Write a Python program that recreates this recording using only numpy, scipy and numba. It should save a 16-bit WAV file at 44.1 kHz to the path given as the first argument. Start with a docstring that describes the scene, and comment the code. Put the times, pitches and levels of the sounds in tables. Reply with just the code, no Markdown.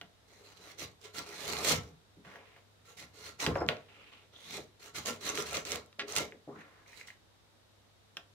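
"""A small workshop: a hand-pushed chisel pares thin shavings from a wooden block clamped on a bench.
Dense random clicks make the tearing of fibres, moving noise resonances the rustle of blade and shavings;
block and bench rumble in low bands; snaps, knocks, bumps, a squeak and a skipping edge ring wood and blade.
A faint mains hum and room hiss lie under it, and short tails of random echoes give the room.
A close pair of microphone ports hears the work brighter on the right."""
import sys
import numpy as np
from scipy import signal
from scipy.fft import rfft, irfft, next_fast_len
from scipy.io import wavfile
from scipy.ndimage import uniform_filter1d
from numba import njit

SR = 44100
rng = np.random.default_rng(int(sys.argv[2]) if len(sys.argv) > 2 else 0)


def makeup_ratio(level_db):
    """Linear amplitude ratio for a level in decibels (20 dB per factor of ten)."""
    decades = np.asarray(level_db, float) / 20
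    return 10 ** decades


def dump_mix(stems):
    """Bounce the given channels to the path in sys.argv[1] as a 16-bit WAV at rate SR."""
    frames = np.atleast_2d(stems).T  # one column per channel
    limited = np.clip(frames, -1, 1)  # hard clip at full scale
    pcm = np.round(limited * 32767).astype(np.int16)
    wavfile.write(sys.argv[1], SR, pcm)


N = 367787  # samples
TICKS = np.arange(0, N / SR + .01, .0005)  # times of the level curves, s
HZ = np.fft.rfftfreq(16384, 1 / SR)

# room hiss: f/Hz, relative power density/dB; then its rms level/dB
HISS = [(15, -57), (25, -19), (70, -11.5), (102, -21.5), (130, -19), (363, -22.5), (463, -21), (2550, -31),
        (3720, -29.5), (14400, -45.5), (15700, -54), (16000, -96)]
HISS_DB = -65.5
# likeness of the hiss at the two ports: f/Hz, left-right coherence
HISS_SAME = [(60, 0.18), (240, 0.38), (950, 0.043), (3770, -0.11), (15000, -0.041)]
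HUM_HZ, HUM_DB = 100, -72.5

# modes of block and blade, shared by all contacts: f/Hz, width/Hz, height/dB before each sound's share
BODY = [(217.5, 10, 7), (410, 25, 9), (456, 30, 9), (570, 60, 5), (700, 30, 6), (1345, 60, 8),
        (2100, 300, 7), (4130, 450, 9), (5960, 370, 2)]
MODES_DB = sum(db / (1 + (2 * (HZ - hz) / width) ** 2) for hz, width, db in BODY)
MODE_WANDER = .015  # share by which the modes slide as the cut deepens and the grip shifts
MODE_SHARE, MODE_DAMPING = .8, .45  # the grip damps now one mode, now another

# dull bumps as the blade is levered and set down: t/s, length/s, level/dB, centre f/Hz
BUMPS = [(0.012, 0.031, -65, 194), (1.761, 0.015, -46, 116), (1.829, 0.071, -59.5, 158),
         (1.922, 0.018, -56, 83), (2.165, 0.012, -56, 234), (2.255, 0.018, -55.5, 124),
         (2.359, 0.076, -63, 685), (3.463, 0.032, -33, 307), (3.462, 0.033, -50, 89),
         (3.504, 0.015, -34, 94), (3.551, 0.013, -31.5, 565), (3.577, 0.035, -42, 94),
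         (3.603, 0.014, -33, 450), (3.607, 0.0055, -37.5, 915), (3.644, 0.024, -43.5, 192),
         (3.698, 0.016, -40.5, 573), (4.572, 0.025, -45, 396), (6.199, 0.022, -41.5, 424),
         (5.984, 0.06, -50, 400), (6.323, 0.022, -56.5, 366), (6.473, 0.022, -46.5, 383),
         (6.469, 0.014, -52, 185), (6.522, 0.013, -53, 246), (6.558, 0.0071, -47.5, 190),
         (8.16, 0.026, -73, 295)]
BUMP_OCTAVES = 0.58
BUMP_BITE_DB_PER_S, BUMP_FALL_DB_PER_S = 5999, 462

# the blade knocks the block: t/s, crack peak level/dB, centre f/Hz, ring over crack/dB, crack width/octaves
TAPS = [(0.013, -34.5, 2330, 1.5, 0.37), (2.357, -42.5, 1660, 1.5, 0.27), (2.563, -51, 1690, 5.5, 0.27),
        (3.4644, -13.5, 2240, -3.5, 0.57), (3.688, -11, 2400, -10.5, 0.4), (8.1693, -28, 2930, 1, 0.23)]
# modes of the lifted blade and the free block: f/Hz, level/dB before scatter and pitch weighting, t60/s
LIFTED = [(343, 14, 0.08), (690, 14, 0.18), (1370, 3, 0.09), (1560, 8, 0.06), (1800, 10, 0.025),
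          (2900, 6, 0.035), (3150, 9, 0.025), (4690, 5, .02), (5670, 13, 0.01), (6930, 10, 0.01)]
RING_FUZZ = 1.2  # radians of wobble: the hand-held blade does not ring cleanly
HIGH_CRACK_DB, HIGH_CRACK_OCTAVES = -9, 0.2  # every knock has a second, higher, narrow crack

# pushes of the edge and, near 7 s, brushes against shavings: t/s, length/s, tearing level/dB at the end,
# swell/dB on the way, block level/dB, bench level/dB at the end
CUTS = [(0.285, 0.24, -64, 5.5, -63.5, -87), (0.561, 0.14, -56.5, 9.5, -56.5, -68),
        (0.775, 0.043, -43.5, 10, -50, -55), (1.012, 0.039, -55, 11, -57, -73),
        (1.135, 0.05, -43.5, 9.5, -47, -60.5), (1.253, 0.27, -44.5, 11.5, -44.5, -58),
        (1.46, 0.13, -47.5, -6, -47, -58.5), (1.569, 0.13, -37.5, 7.5, -41, -60),
        (1.627, 0.075, -26, 14.5, -32, -44), (1.708, 0.0083, -49, -11, -51, -41.5),
        (1.746, 0.15, -70, -7, -65.5, -71), (2.856, 0.047, -58.5, 8, -61, -91),
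        (2.966, 0.047, -50.5, 10, -56, -59.5), (3.138, 0.14, -49.5, 14.5, -52, -63),
        (3.383, 0.035, -36.5, 12, -37.5, -53), (3.451, 0.1, -74, -20, -64, -58),
        (3.673, 0.032, -64.5, -35.5, -52.5, -68), (4.335, 0.23, -46, 26.5, -69, -56),
        (4.795, 0.044, -55, 6.5, -58, -90), (4.844, 0.03, -56.5, -1, -58.5, -88),
        (4.935, 0.034, -40.5, 7.5, -45.5, -55), (5.041, 0.045, -37, 11.5, -40, -56),
        (5.201, 0.08, -38.5, 16, -40.5, -52.5), (5.32, 0.07, -38.5, 13.5, -39, -58),
        (5.447, 0.069, -44, 3.5, -46.5, -57), (5.521, 0.026, -36.5, 17, -35.5, -51),
        (5.644, 0.088, -42, 5, -42, -57), (6.07, 0.063, -46, 2.5, -50, -64),
        (6.138, 0.033, -30, 14, -35.5, -48.5), (6.876, 0.13, -57.5, 8, -81, -82),
        (7.065, 0.02, -59, -11, -91, -90)]
# colours of torn fibres, pushed block and bench: f/Hz, relative power density/dB
TEAR = [(500, -20), (1000, -13), (2500, -6.5), (4000, -10), (6500, -6), (8800, -15), (12000, -19),
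        (15700, -24), (16000, -105)]
PUSH = [(60, -35.5), (150, -10), (300, -5), (500, -1.5), (800, -6.5), (1300, -4.5), (2200, -16),
        (4000, -63)]
BENCH = [(30, -71), (43, -43), (58, -11), (80, -3), (170, -12), (260, -23.5), (500, -60)]
BITE_DB_PER_S, TEAR_FALL_DB_PER_S = 1523, 301  # a contact starts fast and dies away at a steady rate
BUNDLES_PER_S, BUNDLE_DB, BUNDLE_S = 130, 7, .001  # whole bundles of fibres give way at once
BLOCK_LAG_S, BLOCK_FALL_DB_PER_S = 0.014, 310  # the block answers a push late
BENCH_LAG_S, BENCH_SWELL, BENCH_FALL_DB_PER_S = 0.013, 1.58, 184  # swell: multiple of the cut's

# short sharp cracks: fibres snapping, grit, a soft first skip of the edge:
# t/s, peak level/dB, centre f/Hz, width/octaves
SNAPS = [(1.568, -24, 2580, 0.89), (3.555, -28, 1100, 0.98), (3.6643, -40, 3300, 0.51),
         (3.768, -40, 2480, 0.6), (4.135, -46, 2470, 0.48), (4.362, -41, 3530, 0.14),
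         (5.059, -23, 5100, 0.64), (5.268, -33, 5000, 1.4), (5.283, -45, 5870, 0.89),
         (5.291, -25, 6450, 0.11), (5.2994, -23, 6540, 0.21), (5.3753, -20.5, 2540, 0.58),
         (5.403, -40, 7000, 0.5), (5.424, -27, 7000, 0.69), (5.4644, -35, 3500, 1.1),
         (5.474, -42, 9000, 0.6), (5.531, -25.5, 5000, 1.1), (5.551, -41, 4000, 0.61),
         (5.57, -17.5, 4100, 0.51), (5.652, -30, 3760, 0.91), (5.694, -40, 4000, 0.98),
         (5.709, -27, 3000, 1.6), (5.719, -18, 3530, 1.04), (5.752, -36, 9000, 0.6),
         (5.758, -22.5, 4000, 1.3), (5.861, -50, 9000, 1.05), (5.928, -46.5, 2040, 0.6),
         (5.992, -39, 2470, 0.98), (6.089, -50, 7000, 0.69), (6.123, -28.5, 7000, 0.39),
         (6.1537, -24, 7000, 0.64), (6.164, -13, 5470, 1.2), (6.173, -20, 4970, 0.67),
         (6.1833, -19, 6150, 0.6), (6.251, -43, 8900, 0.61), (6.3222, -36.5, 1470, 0.5),
         (6.585, -53, 2200, 0.25), (6.614, -53, 1380, 0.27), (6.93, -44.5, 2070, 0.18),
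         (7.011, -36, 2120, 0.22), (7.083, -41, 1810, 0.15), (7.1027, -40, 1960, 0.21)]

# blade levered out, drawn back, shavings brushed aside: t/s, length/s, level/dB at the end, swell/dB,
# centre f/Hz, half width/Hz of each of two poles
RUBS = [(2.242, 0.12, -57.5, -1, 1520, 1100), (2.378, 0.21, -66.5, -1, 2250, 930),
        (3.45, 0.071, -47, 2, 920, 500), (3.539, 0.018, -36.5, -11, 1020, 604),
        (3.59, 0.0096, -40, 1, 990, 497), (3.71, 0.15, -70.5, -16, 2280, 1240),
        (3.884, 0.21, -61, 3.5, 2550, 710), (4.116, 0.13, -70, -13.5, 2730, 900),
        (4.325, 0.16, -59.5, 3, 3460, 450), (4.427, 0.14, -47.5, 16, 3800, 483),
        (6.479, 0.08, -59, 3, 1080, 150), (6.554, 0.06, -55.5, 6.5, 1670, 700),
        (6.637, 0.2, -69.5, -6.5, 1470, 800), (6.859, 0.074, -62, 4.5, 2230, 390),
        (6.939, 0.081, -59, 9, 2180, 320), (7.025, 0.029, -66, 5, 2200, 300),
        (7.077, 0.028, -63.5, -3, 2090, 330)]
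RUB_FALL_DB_PER_S = 417
RUB_BLOCK_DB, RUB_TEAR_DB = -3.5, -18  # a rub also shakes the block and scratches a few fibres

# steel squeaks on wood: t/s, length/s, level/dB at the end, swell/dB
SQUEAK = [(3.541, .012, -60, 0), (3.58, .013, -55, 0), (3.6, .018, -58, 0), (3.633, .008, -64, 0)]
SQUEAK_HZ = 5180

# the edge skips: first t/s, skips per s, unevenness as a share of the gap,
# first level/dB before the 3 dB gain in chatter(), level change/dB a skip
CHATTER = (5.9953, 280, .06, -22, -1.6)
SKIPS = 9

# port response: f/Hz, left minus right level/dB
PORT_DB = [(60, 0), (180, 2), (550, 0), (1650, 0.3), (4970, -5.5), (15000, -15)]
# likeness of the cut at the two ports: f/Hz, share that both hear alike
PORT_SAME = [(300, 0.92), (1200, 0.52), (4000, 0.022), (12000, 0.053)]
LEAD_S = .00008  # the left port hears first
# decay of the room: f/Hz, t60/s
ROOM = [(150, 0.36), (600, 0.32), (2500, 0.21), (7000, 0.18), (14000, 0.047)]
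LOW_END_HZ, TOP_END_HZ = 48, 16200


def evened(x):
    """Scales to rms 1."""
    return x / np.sqrt(np.mean(x ** 2) + 1e-20)


def smoothed_twice(x, size):
    """Two running means, for a slow curve without corners."""
    return uniform_filter1d(uniform_filter1d(x, size), size)


def read(points, hz):
    """Reads a spectrum table on a log-frequency axis."""
    f, value = np.transpose(points)
    return np.interp(np.log(hz + 1), np.log(f + 1), value)


def causal(db):
    """The shortest causal response (minimum phase) with the given gain in dB from 0 Hz to half the rate."""
    log_gain = np.log(makeup_ratio(np.maximum(db, -100)))
    circle = np.concatenate([log_gain, log_gain[-2:0:-1]])
    return np.fft.ifft(np.exp(np.conj(signal.hilbert(circle)))).real[:4096]


def band_db(centre_hz, octaves):
    """A rounded hump on a log-frequency axis, 3 dB down at the given octaves from its centre."""
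    return -3 * (np.log2((HZ + 1) / centre_hz) / octaves) ** 2


def grains(per_s, spread_db, clump_db, clump_s):
    """Random clicks of uneven size, bunched in clumps, rms 1."""
    size = makeup_ratio(spread_db * np.minimum(rng.exponential(1, N), 3)) * rng.standard_normal(N)
    clumps = evened(uniform_filter1d(rng.standard_normal(N), max(2, round(clump_s * SR))))
    struck = rng.random(N) < per_s / SR
    return evened(size * struck * makeup_ratio(clump_db * clumps))


def click(centre_hz, octaves, ring, wood=0):
    """One sharp break ringing through the body, peak 1; ring and wood are shares of modes and tear colour."""
    sound = causal(band_db(centre_hz, octaves) + ring * MODES_DB + wood * read(TEAR, HZ))
    return sound / abs(sound).max()


def contacts(start, length, end_db, swell_db, fall_db_per_s, bite_db_per_s=BITE_DB_PER_S):
    """Level in dB of each contact: a fast bite, a steady swell to its end, a steady fall."""
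    start, length, end_db, swell_db = (np.reshape(c, (-1, 1)) for c in (start, length, end_db, swell_db))
    t = TICKS - start
    swelling = end_db - swell_db * (1 - np.clip(t / length, 0, 1))
    held = swelling - fall_db_per_s * np.maximum(t - length, 0)
    return np.maximum(np.minimum(held, -70 + bite_db_per_s * t), -150)


def rub_levels():
    """Level in dB of each rub, shared by rustle, fibres and block."""
    return contacts(*np.transpose(RUBS)[:4], RUB_FALL_DB_PER_S)


def played(*levels_db):
    """The summed power of contacts as a gain, sample by sample."""
    power = sum((makeup_ratio(db) ** 2).sum(0) for db in levels_db)
    return np.interp(np.arange(N) / SR, TICKS, np.sqrt(power))


def through_body(clicks, db):
    """Clicks coloured by a response in dB, rms 1."""
    return evened(signal.oaconvolve(clicks, causal(db))[:N])


def patches(shape, bins, frames):
    """Random patches over frequency and time, rms 1."""
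    across = uniform_filter1d(rng.standard_normal(shape), size=bins, axis=0)
    return evened(uniform_filter1d(across, size=frames, axis=1))


def drifting(x, size, depth_db):
    """The modes slide and the colour shifts in random patches as the contact moves; rms 1."""
    z = signal.stft(x, nperseg=size)[2]
    drift = patches(z.shape, 6, 6400 // size)
    slide = evened(smoothed_twice(rng.standard_normal(z.shape[1]), 8192 // size))
    hz = np.fft.rfftfreq(size, 1 / SR)[:, None]
    coarse_modes_db = uniform_filter1d(MODES_DB, size=16384 // size)
    modes_db = np.interp(hz * (1 + MODE_WANDER * slide), HZ, coarse_modes_db)
    grip = patches(z.shape, size // 40, 8192 // size)
    modes_db *= np.clip(MODE_SHARE + MODE_DAMPING * grip, 0, 1.3)
    return evened(signal.istft(z * makeup_ratio(depth_db * drift + modes_db), nperseg=size)[1][:N])


@njit
def smooth(x, keep):
    """A one-pole low-pass whose memory changes sample by sample, at constant noise power."""
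    out, state = np.empty_like(x), 0j
    for i in range(len(x)):
        state = keep[i] * state + np.sqrt(1 - keep[i] ** 2) * x[i]
        out[i] = state
    return out


def background():
    """Room hiss is smooth shaped noise, partly alike at both ports; mains hum is a wavering sine."""
    frames, hz = N // 512 + 5, np.fft.rfftfreq(2048, 1 / SR)
    a, b, c, d = rng.standard_normal((frames, 1025, 4)).T
    same = np.clip(read(HISS_SAME, hz), -1, 1)[:, None]
    left = a + 1j * b
    right = same * left + np.sqrt(1 - same ** 2) * (c + 1j * d)
    z = np.array([left, right]) * makeup_ratio(read(HISS, hz))[:, None]
    z *= makeup_ratio(3 / (1 + ((hz - 3750) / 200) ** 2))[:, None]  # a faint fan whistle
    hiss = evened(signal.istft(z, nperseg=2048, noverlap=1536)[1][:, :N])
    phase_waver, level_waver = [evened(smoothed_twice(w, 3000)) for w in rng.standard_normal((2, N))]
    hum = np.sqrt(2) * np.sin(2 * np.pi * HUM_HZ * np.arange(N) / SR + 0.29 * phase_waver)
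    return makeup_ratio(HISS_DB) * hiss + hum * makeup_ratio(HUM_DB + 1.7 * level_waver)


def bumps():
    """Each bump is a short shudder in a low band of block or bench."""
    s, length, db, hz = np.transpose(BUMPS)
    levels_db = contacts(s, length, db, 0.35, BUMP_FALL_DB_PER_S, BUMP_BITE_DB_PER_S)
    shudders = rng.standard_normal((len(BUMPS), 8192))
    out = np.zeros(N + SR)
    for first, level_db, centre_hz, shudder in zip(s, levels_db, hz, shudders):
        colour = causal(band_db(centre_hz, BUMP_OCTAVES) + 0.3 * MODES_DB)
        gain = np.interp(first + np.arange(8192) / SR, TICKS, makeup_ratio(level_db))
        bump = signal.oaconvolve(gain * shudder, colour / np.linalg.norm(colour))
        out[round(first * SR):][:12287] += bump
    return out[:N]


def taps():
    """A knock is a short crack that rings the modes near its pitch most."""
    out, t = np.zeros(N + SR), np.arange(4096) / SR
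    chances = rng.standard_normal((len(TAPS), len(LIFTED), 4096))
    for (s, db, hz, ring_db, octaves), chance in zip(TAPS, chances):
        ring = 0
        for (f, level_db, t60), c in zip(LIFTED, chance):
            mode_db = level_db + 2 * c[0] - 60 * t / t60 - 4.35 * np.log2(f / hz) ** 2
            wobble = RING_FUZZ * np.minimum(t / 0.0022, 1) * evened(uniform_filter1d(c, size=90))
            ring = ring + makeup_ratio(mode_db) * np.sin(2 * np.pi * f * t + wobble)
        ring = np.minimum(t / 0.00067, 1) * ring / abs(ring).max()
        crack = click(hz, octaves, 0.11)
        high_crack = click(1.85 * hz, HIGH_CRACK_OCTAVES, 0.065)
        knock = crack + makeup_ratio(HIGH_CRACK_DB) * high_crack + makeup_ratio(ring_db) * ring
        out[round(s * SR):][:4096] += makeup_ratio(db) * knock
    return out[:N]


def cutting():
    """Dense bright fibre breaks over a duller layer of the same and further breaks.

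    Force and colour drift as the blade meets other grain."""
    tear_gain = played(contacts(*np.transpose(CUTS)[:4], TEAR_FALL_DB_PER_S), rub_levels() + RUB_TEAR_DB)
    fibres = grains(9000, 1.6, 0.98, 0.0092)
    bright = through_body(fibres, read(TEAR, HZ))
    dull = through_body(fibres + grains(4400, 0.5, 0.74, 0.053), band_db(2490, 0.62))
    surges = evened(smoothed_twice(rng.standard_normal(N), 500))
    bundles = (rng.random(N) < BUNDLES_PER_S / SR) * rng.random(N)
    bundles = signal.lfilter([1], [1, -np.exp(-1 / (BUNDLE_S * SR))], bundles)
    force = tear_gain * makeup_ratio(1.3 * surges) * (1 + makeup_ratio(BUNDLE_DB) * bundles)
    return force * drifting(makeup_ratio(4.0) * bright + makeup_ratio(-2.5) * dull, size=512, depth_db=2.2)


def pushing():
    """The shove of the hand shakes the block and, lower down, the bench."""
    start, length, _, swell_db, block_db, bench_db = np.transpose(CUTS)
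    block_levels = contacts(start, length + BLOCK_LAG_S, block_db, swell_db, BLOCK_FALL_DB_PER_S)
    bench_levels = contacts(start, length + BENCH_LAG_S, bench_db, BENCH_SWELL * swell_db, BENCH_FALL_DB_PER_S)
    block = through_body(grains(3000, 1.9, 2.2, 0.011), read(PUSH, HZ))
    bench = through_body(grains(2000, 4.3, 0.59, 0.032), read(BENCH, HZ) + MODES_DB)
    block_gain = played(block_levels, rub_levels() + RUB_BLOCK_DB)
    return block_gain * drifting(block, size=2048, depth_db=3.5) + played(bench_levels) * bench


def snaps():
    """Each short sharp crack has a brief spray of after-cracks."""
    out, t = np.zeros(N + SR), np.arange(4096) / SR
    sprays = rng.standard_normal((len(SNAPS), 4096))
    for (s, db, hz, octaves), spray in zip(SNAPS, sprays):
        hit = spray * makeup_ratio(-12 - 60 * t / 0.008)
        hit[0] = 1
        crack = signal.oaconvolve(hit, click(hz, octaves, 0.23, wood=0.88))[:4096]
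        out[round(s * SR):][:4096] += makeup_ratio(db) * crack / abs(crack).max()
    return out[:N]


def rubbing():
    """A soft scuff or rustle in a resonance that moves and widens with the contact."""
    rub_db = rub_levels()
    loudest = np.array(RUBS)[rub_db.argmax(0)]
    rub_hz, width_hz = (np.interp(np.arange(N) / SR, TICKS, uniform_filter1d(c, size=60))
                        for c in loudest[:, 4:].T)
    turn = np.exp(2j * np.pi * np.cumsum(rub_hz) / SR)
    keep = np.exp(-2 * np.pi * width_hz / SR)
    rustle = grains(8000, 1.8, 1.8, .008)
    # shift the centre to 0 Hz, low-pass twice, shift back
    narrowed = smooth(smooth(rustle / turn, keep), keep)
    rub = (turn * narrowed * np.sqrt((1 - keep ** 2) / (1 + keep ** 2))).real
    return played(rub_db) * through_body(rub, 0.081 * MODES_DB)


def squeak():
    """A thin, slightly fuzzy whistle: a sine with a random phase wobble."""
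    t = np.arange(N) / SR
    wobble = evened(uniform_filter1d(rng.standard_normal(N), 300))
    gain = played(contacts(*np.transpose(SQUEAK), 900, BUMP_BITE_DB_PER_S))
    return gain * np.sqrt(2) * np.sin(2 * np.pi * SQUEAK_HZ * t + 0.78 * wobble)


def chatter():
    """The edge sticks and skips a few times at a nearly steady rate."""
    first_s, per_s, uneven, db, step_db = CHATTER
    k, skips = np.arange(SKIPS), np.zeros(N)
    at = first_s + (k + uneven * rng.standard_normal(SKIPS)) / per_s
    skips[np.round(at * SR).astype(int)] = makeup_ratio(db + step_db * k)
    return makeup_ratio(3.0) * signal.oaconvolve(skips, click(2100, 0.63, 0.23))[:N]


def ports(x, aside, breaks):
    """The left port leads a little, is shaded in the treble and faces other fibres of the wide cut."""
    size = next_fast_len(N + 2048)
    hz = np.fft.rfftfreq(size, 1 / SR)
    # half of the level and time difference goes to each port
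    half = makeup_ratio(read(PORT_DB, hz) / 2) * np.exp(1j * np.pi * hz * LEAD_S)
    same = np.clip(read(PORT_SAME, hz), 0, 1)
    left = same * rfft(x, size) + np.sqrt(1 - same ** 2) * rfft(aside, size) + rfft(breaks, size)
    right = rfft(x + breaks, size)
    return irfft(np.array([left * half, right / half]), size)[:, :N]


def room(x):
    """Sparse echoes of random sign, each band dying at its own speed, other echoes for each port."""
    echoes = np.zeros((2, SR // 2))
    at = np.arange(100, SR // 2 - 20, 20) + rng.integers(0, 20, (2, (SR // 2 - 101) // 20))
    np.put_along_axis(echoes, at, rng.choice([-1., 1.], at.shape), 1)
    hz, t, z = signal.stft(echoes, SR, nperseg=256)
    same = np.clip(1 - hz / 1500, 0, 1)[:, None]  # long waves reach both ports alike
    z[1] = same * z[0] + np.sqrt(1 - same ** 2) * z[1]
    z[0] *= makeup_ratio(0.1 * read(PORT_DB, hz))[:, None]
    decay = makeup_ratio(-60 * t / read(ROOM, hz)[:, None])
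    tail = signal.istft(z * decay, SR, nperseg=256)[1]
    return signal.fftconvolve(x[None], tail / np.linalg.norm(tail[1]), axes=1)[:, :N]


def scene():
    """The work, direct and through the room, over the background."""
    breaks = bumps() + taps() + snaps() + squeak() + chatter()
    work, aside = (cutting() + pushing() + rubbing() for side in "ab")
    direct = ports(work, aside, breaks)
    reflected = makeup_ratio(-7.5) * room(work + makeup_ratio(-2.5) * breaks)
    return background() + direct + reflected


def roll_off(x):
    """The treble ends steeply here."""
    return signal.sosfilt(signal.butter(12, 16660, fs=SR, output="sos"), x)


def record(dry):
    """Rumble is thinned below about 50 Hz; the band ends near 16 kHz."""
    low_cut = signal.butter(2, LOW_END_HZ, "high", fs=SR, output="sos")
    heard = signal.sosfilt(low_cut, dry)
    heard = signal.oaconvolve(heard, signal.firwin(255, TOP_END_HZ, fs=SR)[None], "same")
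    return roll_off(heard)


dry = scene()
out = record(dry)
dump_mix(out)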